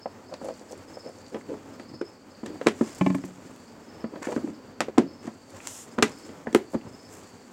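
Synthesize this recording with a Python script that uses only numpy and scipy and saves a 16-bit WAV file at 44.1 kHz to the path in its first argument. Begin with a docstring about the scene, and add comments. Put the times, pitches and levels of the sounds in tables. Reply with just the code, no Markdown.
"""Paved yard at night: a dog eats from a metal tray. Tongue and teeth tap, lick and scrape the tray; saliva
parts in small smacks. Each knock is a thud and a clack that ring the tray's modes, with brief wall echoes. Once
the tray tips, rocks on the stone and hums. Behind it: a soft dry rustle, a cricket's chirp phrases with a
second cricket's lone chirps, a distant insect's trill and a low wash of night air."""
import sys
import numpy as np
from scipy import signal
from scipy.fft import rfft, irfft
from scipy.io import wavfile
from scipy.ndimage import uniform_filter1d

SR = 44100
rng = np.random.default_rng(int(sys.argv[2]) if len(sys.argv) > 2 else 0)


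def wrap_up_sound(samples):
    """Save the sound to the file named by the first command line argument, as 16-bit audio."""
    columns = np.atleast_2d(samples).T
    # keep every value between -1 and 1, then stretch to whole-number steps
    tamed = np.clip(columns, -1, 1)
    steps = np.round(tamed * 32767).astype(np.int16)
    wavfile.write(sys.argv[1], SR, steps)


N = 331632
TIME_S = np.arange(N) / SR

# night air: f/Hz, level/dB
AIR_SPECTRUM = [(25, -38), (50, -8), (70, -21), (95, 0), (130, -10), (200, -4), (265, 1.5), (330, -5.5),
                (520, -5.5), (700, -12.5), (850, -11.5), (1800, -20.5), (4000, -32), (7500, -31),
                (10000, -47), (15500, -41.5)]
# bouts of the distant insect: start/s, end/s, level/dB
TRILL_BOUTS = [(0, .11, -64), (0.296, 0.575, -62), (.7, .82, -65), (1, 1.323, -62), (1.41, 1.55, -69),
               (1.727, 2.018, -63.5), (2.1, 2.2, -64.5), (2.323, 2.63, -62.5), (2.853, 3.17, -63),
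               (3.303, 3.416, -71), (3.575, 3.785, -66), (3.984, 4.443, -64), (4.58, 4.822, -64.5),
               (5.04, 5.16, -64), (5.27, 5.553, -65), (6.08, 6.318, -63), (6.622, 6.85, -63),
               (6.946, 7.08, -67), (7.22, 7.456, -63.5)]
# cricket phrases: first chirp t/s, level/dB
CHIRP_PHRASES = [(-.142, -51), (.893, -51), (1.894, -51), (2.799, -53.5), (3.836, -57), (5.03, -56),
                 (6.07, -53.5), (6.885, -54)]
# lone chirps of a second cricket: t/s, level/dB
SINGLE_CHIRPS = [(.295, -59), (.52, -65), (.705, -56.5), (1.34, -61), (1.545, -66), (1.74, -58),
                 (2.32, -63), (3.22, -59), (3.47, -67), (3.69, -63), (4.55, -60.5), (5.925, -58.5)]
# rustle swells: peak t/s, level/dB, rise/s, fall/s
RUSTLE_SWELLS = [(.6, -56.5, .15, 0.23), (1.1, -55, 1, 1), (2.88, -47, 0.29, 0.59),
                 (4.29, -45, 0.048, 0.13), (5.68, -45, 0.21, 0.18), (6.25, -49, 0.14, 0.078),
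                 (7.25, -53.5, 0.99, 1)]
# dry rub: f/Hz, level/dB
RUSTLE_SPECTRUM = [(300, 2), (1000, 5.5), (2200, 0.5), (4000, -5.5), (5800, -2), (7400, 3.5), (8400, -3),
                   (9800, -12.5), (13000, -17.5), (15500, -17)]
# gritty scuffs: t/s, length/s, level/dB, tilt/(dB/oct)
GRIT_SCUFFS = [(.408, 0.091, -54.5, 2.5), (0.698, 0.039, -53, 6), (2.75, .22, -51, 0.5),
               (2.947, .011, -45, 8), (2.977, 0.018, -48.5, 7), (3.146, 0.015, -47, 9),
               (3.248, 0.013, -48.5, 8), (4.223, .012, -36.5, -2), (4.231, .035, -42.5, -1.5),
               (4.318, 0.017, -43, -2), (5.215, 0.088, -49, -2.5), (5.668, 0.0079, -29.5, 3),
               (6.05, 0.09, -47, -2.5), (6.095, 0.0039, -44, 4), (6.187, .003, -49, 12),
               (6.528, 0.0034, -39, 0), (6.547, 0.0021, -24, 8), (6.572, 0.0025, -34, -3),
               (6.697, 0.061, -55, 6), (7.082, 0.14, -53.5, 6)]
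# scrape hiss: f/Hz, level/dB
SCRAPE_SPECTRUM = [(1180, -43), (2000, -11), (2330, -27), (2720, -8), (3610, -13), (4440, -19), (5400, -7),
                   (6580, -4.5), (7110, -0.5), (12300, -16.5), (14600, -15), (15500, -23)]
# lip and tongue clicks: t/s, level/dB, f/Hz
WET_SMACKS = [(0.327, -35, 746), (.339, -38, 4400), (0.446, -45, 9000), (0.485, -45, 7560),
              (.504, -50, 3520), (.539, -43, 5800), (.594, -40, 6200), (0.722, -35, 6200),
              (.753, -46, 1790), (.776, -46, 7450), (1.091, -46, 7450), (1.185, -43, 5960),
              (1.264, -42.5, 5300), (1.281, -45, 6500), (1.411, -40.5, 1690), (2.613, -30.5, 1500),
              (4.27, -29, 1650), (5.504, -48, 10000), (5.603, -35, 2200), (6.47, -24.5, 1530),
              (6.812, -43, 2450)]
# tongue strokes: t/s, length/s, level/dB, f/Hz
TONGUE_STROKES = [(0.283, 0.068, -47.5, 583), (0.408, 0.13, -40.5, 516), (0.602, 0.037, -50.5, 477),
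                  (0.694, 0.054, -44.5, 510), (1.027, 0.09, -42.5, 490), (1.316, 0.057, -40, 425),
                  (1.475, 0.074, -38, 383), (1.85, 0.12, -45, 224), (2.417, 0.16, -45, 333),
                  (4.11, 0.086, -42, 460), (4.214, 0.056, -43, 1630), (4.266, 0.091, -37, 496),
                  (4.387, 0.14, -40.5, 260), (5.24, 0.036, -40.5, 298), (6.23, 0.047, -51, 350),
                  (6.459, 0.0138, -48, 700), (6.731, .018, -40, 600), (6.837, 0.052, -46, 165)]
# tray modes: f/Hz, T60/s, level flat/dB, level tipped/dB
TRAY_MODES = [(224, 0.13, 6.5, -19), (275, 0.2, -11, -0.5), (309, .051, 5, -3.5), (345, 0.084, 1, -2.5),
              (422.8, 0.14, -4, -24), (564, .083, -4.5, -9.5), (656, .061, -7, -5.5),
              (842, 0.059, -5.5, -7), (992, 0.08, 6, -27), (1067, .1, -12, -6), (1256, 0.061, 4.5, -35),
              (1721, 0.08, 1, -12), (1980, .078, 1, -20.5), (2186, 0.047, -8, -12.5), (2366, 0.064, 4, -13),
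              (2610, 0.029, -8, -16), (2904, .05, 0, -22), (3244, .06, 8, -25), (3640, .06, -7, -29),
              (3780, 0.054, -6, -33)]
# metal on stone: f/Hz, level/dB
CLACK_SPECTRUM = [(40, -23.5), (160, 2), (250, 12), (600, 9), (1000, 7), (2000, 4), (3300, -3.5),
                  (5000, -7.5), (7500, -8), (10000, -20), (15000, -35)]
# landings of the rocking tray: t/s, level/dB, bottom swing re landing/dB, favoured f/Hz
ROCK_LANDINGS = [(3.0103, -15.5, 3.5, 320), (3.0625, -16, -4, 300), (3.1016, -21, -1.5, 282),
                 (3.1469, -20, -16, 280), (3.183, -31, -10, 290), (3.238, -26, 3, 345),
                 (3.307, -37, 0, 339), (3.374, -36.5, -11, 340.4), (3.451, -35.5, -3, 345),
                 (3.512, -37.5, -1, 345)]
# blows on the tray: t/s, thud level/dB, thud f/Hz, thud rise/cycles, clack level/dB,
# clack tilt/(dB/oct), ring level/dB
TRAY_KNOCKS = [(.058, -19, 630, 0.6, -13, -6, -2), (.323, -29.5, 610, 0.89, -30, -3, -8),
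               (.338, -35, 514, 0.49, -11, 0.5, -7), (.415, -28.5, 336, 0.33, -19.5, -14, -7),
               (.445, -28.5, 557, 0.97, -31, -6, -5), (.486, -20.5, 554, 0.5, -13, 0, -11),
               (.726, -31, 493, 0.54, -25, -1, -13), (.971, -28, 520, 0.52, -18.5, -7, -8),
               (1.061, -29, 433, 0.68, -22, 0, -6), (1.345, -24.5, 435, 0.49, -8.5, -2.5, 1.5),
               (1.365, -27, 418, .57, -14.5, -5, -2), (1.518, -26.5, 437, 0.78, -32, -2, 3),
               (1.797, -43, 290, .57, -10, -2.5, -5), (2.0128, -19, 360, 0.86, -7, -3.5, -5.5),
               (2.432, -33.5, 273, .57, -16, -9, 2.5), (2.46, -29, 400, 0.32, -10.5, 3.5, -1),
               (2.613, -23.5, 463, .57, -6.5, -3, -7), (2.663, -13.5, 345, 0.74, -5, -2, -8),
               (2.6695, -11.5, 385, 0.5, 11, 0, -0.5), (2.6821, -39, 400, .57, -1.5, 1.5, -1),
               (2.6858, -27, 500, .57, -0.5, .5, -5), (2.8105, -11, 305, 0.48, -3.5, -8.5, -2.5),
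               (4.041, -31.5, 237, .4, -8, -8, -3.5), (4.158, -47, 460, .57, -12, -4.5, 0),
               (4.271, -23, 356, 0.45, -6, -6, -9.5), (4.285, -29, 470, .75, -14, -4, -6),
               (4.32, -30, 417, .57, -8.5, -3, -3), (4.3631, -16.5, 301, 0.57, -4.5, -7.5, -10),
               (4.376, -32, 300, .57, -9.5, -9, -8), (4.442, -22.5, 312, 0.82, -26, -9, -21),
               (4.492, -36, 280, .4, -20, -6, -4), (4.8058, -19, 588, 0.46, 7.5, 1.5, -4.5),
               (4.8838, -20, 419, 0.44, -15, -2.5, -6), (4.9779, -16, 435, .57, 4, -12, -5),
               (4.982, -3, 307, 0.61, 5.5, 1, -4), (5.275, -31, 260, 0.68, -12, -8.5, -4),
               (5.9819, -21, 332, 0.55, -7, -7, 0), (5.9862, -14, 315.6, 0.38, 2, -4, -10),
               (6.0252, -19, 400, 0.7, 11.5, 3, 5.5), (6.0278, -17, 253, 0.35, 12, 2, 1.5),
               (6.291, -35, 316, .57, -16.5, -2, -3), (6.4706, -23.5, 250, 0.24, -10.5, -7.5, -2.5),
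               (6.5295, -27, 354, 0.74, -17, -1, -6), (6.548, -3.5, 363, 0.8, 9.5, -0.5, -3.5),
               (6.7441, -23, 463, .45, -5.5, -8, -7), (6.749, -13.5, 284, 0.38, -11.5, -4.5, -4.5),
               (6.859, -39, 282, 0.42, -28, -8, -4)]
# ground and wall reflections: delay/s, gain
YARD_ECHOES = [(.0037, 0.76), (0.0114, 0.34), (.017, 0.25)]
# yard reverberation: f/Hz, T60/s
YARD_DECAY = [(150, 0.48), (400, 0.25), (1000, 0.15), (3000, 0.19), (8000, 0.13), (15000, 0.15)]


def amp(db):
    """dB to gain."""
    return 10 ** (np.asarray(db) / 20)


def unit(x):
    """Scale to rms 1."""
    return x / np.sqrt(np.mean(x ** 2) + 1e-20)


def lookup(points, hz):
    """Interpolate over log frequency."""
    f, value = np.transpose(points)
    return np.interp(np.log(hz + 1), np.log(f), value)


def add(mix, at_s, sound):
    """Mix in at a time."""
    part = mix[max(round(at_s * SR), 0):][:len(sound)]
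    part += sound[:len(part)]


def colour(x, gain):
    """Filter by gain(f/Hz)."""
    return irfft(rfft(x) * gain(np.fft.rfftfreq(len(x), 1 / SR)), len(x))


def shaped(x, spectrum):
    """Filter by a spectrum table, rms 1."""
    return unit(colour(x, lambda f: amp(lookup(spectrum, f))))


def band(x, hz, width_hz):
    """Steep band-pass, rms 1."""
    return unit(colour(x, lambda f: 1 / (1 + ((f - hz) / width_hz) ** 2) ** 2))


def drift(rate_hz):
    """Slow random motion, rms 1."""
    return band(rng.standard_normal(N), 0, rate_hz)


def click(spectrum_db):
    """Minimum-phase impulse of a spectrum."""
    cepstrum = irfft(np.log(amp(spectrum_db)))
    half = len(cepstrum) // 2
    cepstrum[1:half] *= 2
    cepstrum[half + 1:] = 0
    return irfft(np.exp(rfft(cepstrum)))[:half]


def grains(size, per_s, spread_db):
    """Sparse, uneven clicks, rms 1."""
    chance, sign, height = rng.random(size), rng.choice([-1, 1], size), rng.exponential(1, size)
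    return unit((chance < per_s / SR) * sign * amp(spread_db * np.minimum(height, 4)))


def burst(t, peak_s):
    """Noise that swells and decays, energy 1."""
    x = rng.standard_normal(len(t)) * t * np.exp(-t / peak_s)
    return x / np.linalg.norm(x)


def yard_tail(t, rise_s=.00018):
    """Diffuse reflections, energy 1; bass lasts longest."""
    hz, frame_s, bins = signal.stft(rng.standard_normal(len(t)), SR, nperseg=256)
    decay = amp(-60 * frame_s / lookup(YARD_DECAY, hz)[:, None])
    tail = signal.istft(bins * decay, SR, nperseg=256)[1][:len(t)]
    tail *= 1 - np.exp(-t / rise_s)
    return tail / np.linalg.norm(tail)


def in_yard(x, wet_db):
    """Sound plus its reverberation."""
    return x + amp(wet_db) * signal.fftconvolve(x, yard_tail(np.arange(SR // 3) / SR))[:N]


def night_air(level_db=-48.5, waver_db=2):
    """Low wash of distant noise."""
    wash = shaped(rng.standard_normal(N), AIR_SPECTRUM)
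    return amp(level_db + waver_db * drift(rate_hz=13.8)) * wash


def trill(hz=4577, width_hz=410, pulse_hz=46, throb_db=1.8, lull_db=-71.5, fade_s=.078):
    """Distant insect: a pulsing noise band, in bouts."""
    bouts_db = [np.where((TIME_S > start) & (TIME_S < end), db, lull_db)
                for start, end, db in TRILL_BOUTS]
    level_db = uniform_filter1d(np.max(bouts_db, 0), round(fade_s * SR))
    throb = drift(rate_hz=17) + np.sin(2 * np.pi * pulse_hz * TIME_S)
    return amp(level_db + throb_db * throb) * band(rng.standard_normal(N), hz, width_hz)


def chirp_times(per_phrase=4, gap_s=.058, base_hz=5134, step_hz=24, first_hz=5140, first_db=-5.5):
    """Rows of t/s, level/dB, f/Hz; a phrase starts weak and climbs in pitch."""
    firsts = [(s, db + first_db, first_hz) for s, db in CHIRP_PHRASES]
    rest = [(s + k * gap_s, db, base_hz + k * step_hz)
            for s, db in CHIRP_PHRASES for k in range(1, per_phrase)]
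    singles = [(s, db, first_hz) for s, db in SINGLE_CHIRPS]
    return [chirp for chirp in firsts + rest + singles if chirp[0] > 0]


def cricket(chirp_s=.044, gain_db=-2, width_hz=190, glide_hz=70, rasp_hz=140, echo_db=-4, echo_s=.07):
    """Wings rasp in rising chirps, blurred by far echoes."""
    t, out = np.arange(SR // 4) / SR, np.zeros(N)
    u = t[t < chirp_s]
    swell = np.sin(np.pi * u / chirp_s) * (1 + .4 * np.cos(2 * np.pi * rasp_hz * u))
    glide = np.exp(2j * np.pi * np.cumsum(glide_hz * (u / chirp_s - .5)) / SR)
    for at_s, db, hz in chirp_times():
        wing = signal.hilbert(band(rng.standard_normal(len(t)), hz, width_hz))[:len(u)]
        add(out, at_s - chirp_s / 2, amp(gain_db + db) * swell * unit((wing * glide).real))
    tail = rng.standard_normal(len(t)) * np.exp(-t / echo_s)
    return out + amp(echo_db) * signal.fftconvolve(out, tail / np.linalg.norm(tail))[:N]


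def rustle_db(t, floor_db=-69.5):
    """Rustle envelope: exponential swells over a faint stir."""
    swells = [amp(db) * np.exp(-np.maximum((peak_s - t) / rise_s, (t - peak_s) / fall_s))
              for peak_s, db, rise_s, fall_s in RUSTLE_SWELLS]
    return 10 * np.log10(amp(floor_db) ** 2 + np.square(swells).sum(0))


def rustle(gain_db=-3.5, crackle_db=-5, flutter_db=2):
    """Uneven dry rub with tiny crackles."""
    level_db = gain_db + rustle_db(TIME_S) + flutter_db * drift(rate_hz=46)
    rub = rng.standard_normal(N) + amp(crackle_db) * grains(N, per_s=2300, spread_db=4)
    return amp(level_db) * shaped(rub, RUSTLE_SPECTRUM)


def scuffs(gain_db=-3, low_hz=250, top_hz=14500, catch_s=.0077, catch_db=2, catch_db_oct=-5.5):
    """The rub catches on grit; faint random catches follow the rustle level."""
    out = np.zeros(N)
    catches = [(s, catch_s, rustle_db(s) + catch_db, catch_db_oct) for s in rng.random(16) * N / SR]
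    for at_s, length_s, db, db_oct in GRIT_SCUFFS + catches:
        grit = grains(SR // 4, per_s=3900, spread_db=7)
        grit = colour(grit, lambda f: amp(lookup(RUSTLE_SPECTRUM, f) + db_oct * np.log2(f + 1)))
        grit = colour(grit, lambda f: f ** 2 / (f ** 2 + low_hz ** 2) / np.hypot(1, (f / top_hz) ** 4))
        swell = signal.windows.cosine(min(round(length_s * SR), len(grit)))
        add(out, at_s, amp(gain_db + db) * unit(swell * grit[:len(swell)]))
    return in_yard(out, wet_db=-7)


def scrape(at_s=5.668, length_s=.21, level_db=-44.5, sag_db=7, attack_s=.008, release_s=.055,
           low_hz=1800, top_hz=12500):
    """One gritty hiss: fast onset, late sag."""
    t, out = np.arange(0, length_s, 1 / SR), np.zeros(N)
    grit = rng.standard_normal(SR // 2) + amp(-6) * grains(SR // 2, per_s=2500, spread_db=3)
    grit = colour(grit, lambda f: f ** 2 / (f ** 2 + low_hz ** 2) / np.hypot(1, (f / top_hz) ** 2))
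    hiss = shaped(grit, SCRAPE_SPECTRUM)[:len(t)]
    gate = np.minimum(np.minimum(t / attack_s, (length_s - t) / release_s), 1)
    add(out, at_s, amp(level_db - sag_db * (t / length_s) ** 3) * gate * hiss)
    return out


def smacks(rise_s=.001):
    """A saliva film stretches and parts."""
    t, out = np.arange(SR // 20) / SR, np.zeros(N)
    for at_s, db, hz in WET_SMACKS:
        snap = band(rng.standard_normal(len(t)), hz, width_hz=.42 * hz) * t * np.exp(-t / rise_s)
        add(out, at_s, amp(db) * snap / np.abs(snap).max())
    return in_yard(out, wet_db=-7)


def licks(grit_db=-20):
    """The tongue sticks and slips on the tray, dragging grit."""
    out = np.zeros(N)
    for at_s, length_s, db, hz in TONGUE_STROKES:
        slips = grains(SR // 4, per_s=420, spread_db=3)
        rub = band(slips, hz, width_hz=.59 * hz) + amp(grit_db) * shaped(slips, CLACK_SPECTRUM)
        stroke = signal.windows.tukey(min(round(length_s * SR), len(slips)), .5)
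        add(out, at_s, amp(db) * stroke * rub[:len(stroke)])
    return in_yard(out, wet_db=-8)


def nudges(thud_db=-6, thud_hz=360, rise_cycles=.6, clack_db=22.5, db_oct=-10.5, ring_db=-2.5):
    """Knock rows: one soft push of the tongue at a random point of each stroke."""
    draws = rng.random((len(TONGUE_STROKES), 2))
    return [(at_s + when * length_s, db + thud_db, thud_hz * 2 ** (.5 * (spot - .5)), rise_cycles,
             db + clack_db, db_oct, ring_db)
            for (at_s, length_s, db, _), (when, spot) in zip(TONGUE_STROKES, draws)]


def bottom_hum(t, attack, hz, gain_db=-3.5, t60_s=.33, waver_hz=2.5,
               settle_at_s=3.16, settle_s=.034, settled_db=-8.5):
    """Landings swing the free bottom; it rings more faintly once the tray lies down."""
    swing = np.zeros(N)
    for at_s, db, bottom_db, _ in ROCK_LANDINGS:
        add(swing, at_s, amp(db + bottom_db + gain_db - 60 * t / t60_s) * attack)
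    cycles = np.cumsum(hz + waver_hz * drift(rate_hz=25)) / SR  # shifting load bends the pitch
    settled = np.clip((TIME_S - settle_at_s) / settle_s, 0, 1)
    return swing * amp(settled_db * settled) * np.sin(2 * np.pi * cycles)


def rocking(bottom_hz=186, rise_s=.0011, muzzle_t60_s=.15, spot_db=2.5, favour_db=6, favour_oct=.26,
            push_db=-8, push_hz=135, push_s=.0031, tick_db=8, tick_s=.0026, tick_top_hz=3400,
            crack_db=-4, leak_hz=112):
    """The tipped tray lands on its rim in hollow knocks, damped by the muzzle."""
    t, out = np.arange(SR // 2) / SR, np.zeros(N)
    hz, t60_s, _, tipped_db = np.transpose(TRAY_MODES)[:, :, None]
    signs = np.where(np.arange(len(hz)) % 2, -1, 1)[:, None]
    decays = signs * amp(tipped_db - 60 * t * (1 / t60_s + 1 / muzzle_t60_s))
    octaves = np.log2(hz / bottom_hz)
    attack = 1 - np.exp(-t / rise_s)
    weight_push = amp(push_db) * t / push_s * np.exp(1 - t / push_s) * np.sin(2 * np.pi * push_hz * t)
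    for at_s, db, _, favoured_hz in ROCK_LANDINGS:
        db_oct = .45 * (db - ROCK_LANDINGS[0][1])  # weaker landings are duller
        # each spot on the rim favours other modes
        mode_db = spot_db * rng.standard_normal(hz.shape) * np.minimum(octaves, 1)
        mode_db += favour_db * np.exp(-(np.log2(hz / favoured_hz) / favour_oct) ** 2)
        detuned_hz = hz * (1 + .025 * rng.standard_normal(hz.shape) * octaves / octaves.max())
        modes = amp(db_oct * octaves + mode_db) * decays * np.cos(2 * np.pi * detuned_hz * t)
        tick = burst(t, tick_s) + amp(crack_db) * burst(t, tick_s / 10)
        tick = colour(tick, lambda f: amp(lookup(CLACK_SPECTRUM, f)) / np.hypot(1, f / tick_top_hz))
        tick *= amp(tick_db) / np.linalg.norm(tick)
        add(out, at_s, amp(db) * (modes.sum(0) * attack + weight_push + tick))
    leak = signal.butter(2, leak_hz, "high", fs=SR, output="sos")  # bass slips round the rim
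    return bottom_hum(t, attack, bottom_hz) + in_yard(signal.sosfilt(leak, out), wet_db=-13)


def early_paths(t, top_hz=2200):
    """Direct impulse plus echoes; rough paving mirrors only the lows."""
    echoes = np.zeros(len(t))
    for delay_s, gain in YARD_ECHOES:
        add(echoes, delay_s, np.array([gain]))
    return (t == 0) + signal.sosfilt(signal.butter(2, top_hz, fs=SR, output="sos"), echoes)


def knocks(firm_db=6, early_db=-5.5, chatter_db=-4, chatter_s=.00062, scatter_db=-10, scatter_s=.004,
           spot_db=2, thud_ring_db=-49, clack_ring_db=-48.5, thud_yard_db=-17, clack_yard_db=-9):
    """Each blow flexes the tray (thud) and strikes it on stone (clack); both ring its modes."""
    t, out = np.arange(SR // 3) / SR, np.zeros(N)
    modes = np.array([-amp(db - 60 * t / t60_s) * np.sin(2 * np.pi * hz * t)
                      for hz, t60_s, db, _ in TRAY_MODES])
    early = early_paths(t)
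    bins_hz = np.fft.rfftfreq(2048, 1 / SR)
    octaves = np.log2(np.clip(bins_hz, 700, 7000) / 1500)
    for at_s, thud_db, thud_hz, rise_cycles, clack_db, db_oct, ring_db in TRAY_KNOCKS + nudges():
        flex = t * thud_hz / rise_cycles
        thud = amp(thud_db) * flex * np.exp(1 - flex) * -np.sin(2 * np.pi * thud_hz * t)
        clack = amp(clack_db) * click(lookup(CLACK_SPECTRUM, bins_hz) + db_oct * octaves)
        # hard blows land at once; light ones are cushioned and spread over several points
        soft_db = max(firm_db - clack_db, 0)
        chatter = amp(chatter_db) * burst(t, chatter_s * 2 ** (soft_db / 12))
        scatter = amp(scatter_db) * burst(t, scatter_s)
        contact = amp(early_db - .87 * soft_db) * early + chatter + scatter
        tail = yard_tail(t)
        ring = amp(ring_db + spot_db * rng.standard_normal(len(modes))) @ modes
        thud_response = early + amp(thud_ring_db) * ring + amp(thud_yard_db) * tail
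        clack_response = contact + amp(clack_ring_db) * ring + amp(clack_yard_db) * tail
        add(out, at_s, signal.fftconvolve(thud, thud_response))
        add(out, at_s, signal.fftconvolve(clack, clack_response))
    return out


def scene():
    """Dog and tray over the night yard, mono."""
    eating = knocks() + rocking() + licks() + smacks()
    friction = rustle() + scuffs() + scrape()
    return (eating + friction + cricket() + trill() + night_air())[None]


def record(dry, bass_hz=60, ceiling=.95, top_hz=16100):
    """Small microphone: bass cut, soft peak limit, band limit."""
    thin = signal.sosfilt(signal.butter(2, bass_hz, "high", fs=SR, output="sos"), dry)
    limited = thin / (1 + np.abs(thin / ceiling) ** 6) ** (1 / 6)
    lowpass = signal.firwin(255, top_hz, window=("kaiser", 9), fs=SR)
    return signal.oaconvolve(limited, lowpass[None], "same")


dry = scene()
out = record(dry)
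wrap_up_sound(out)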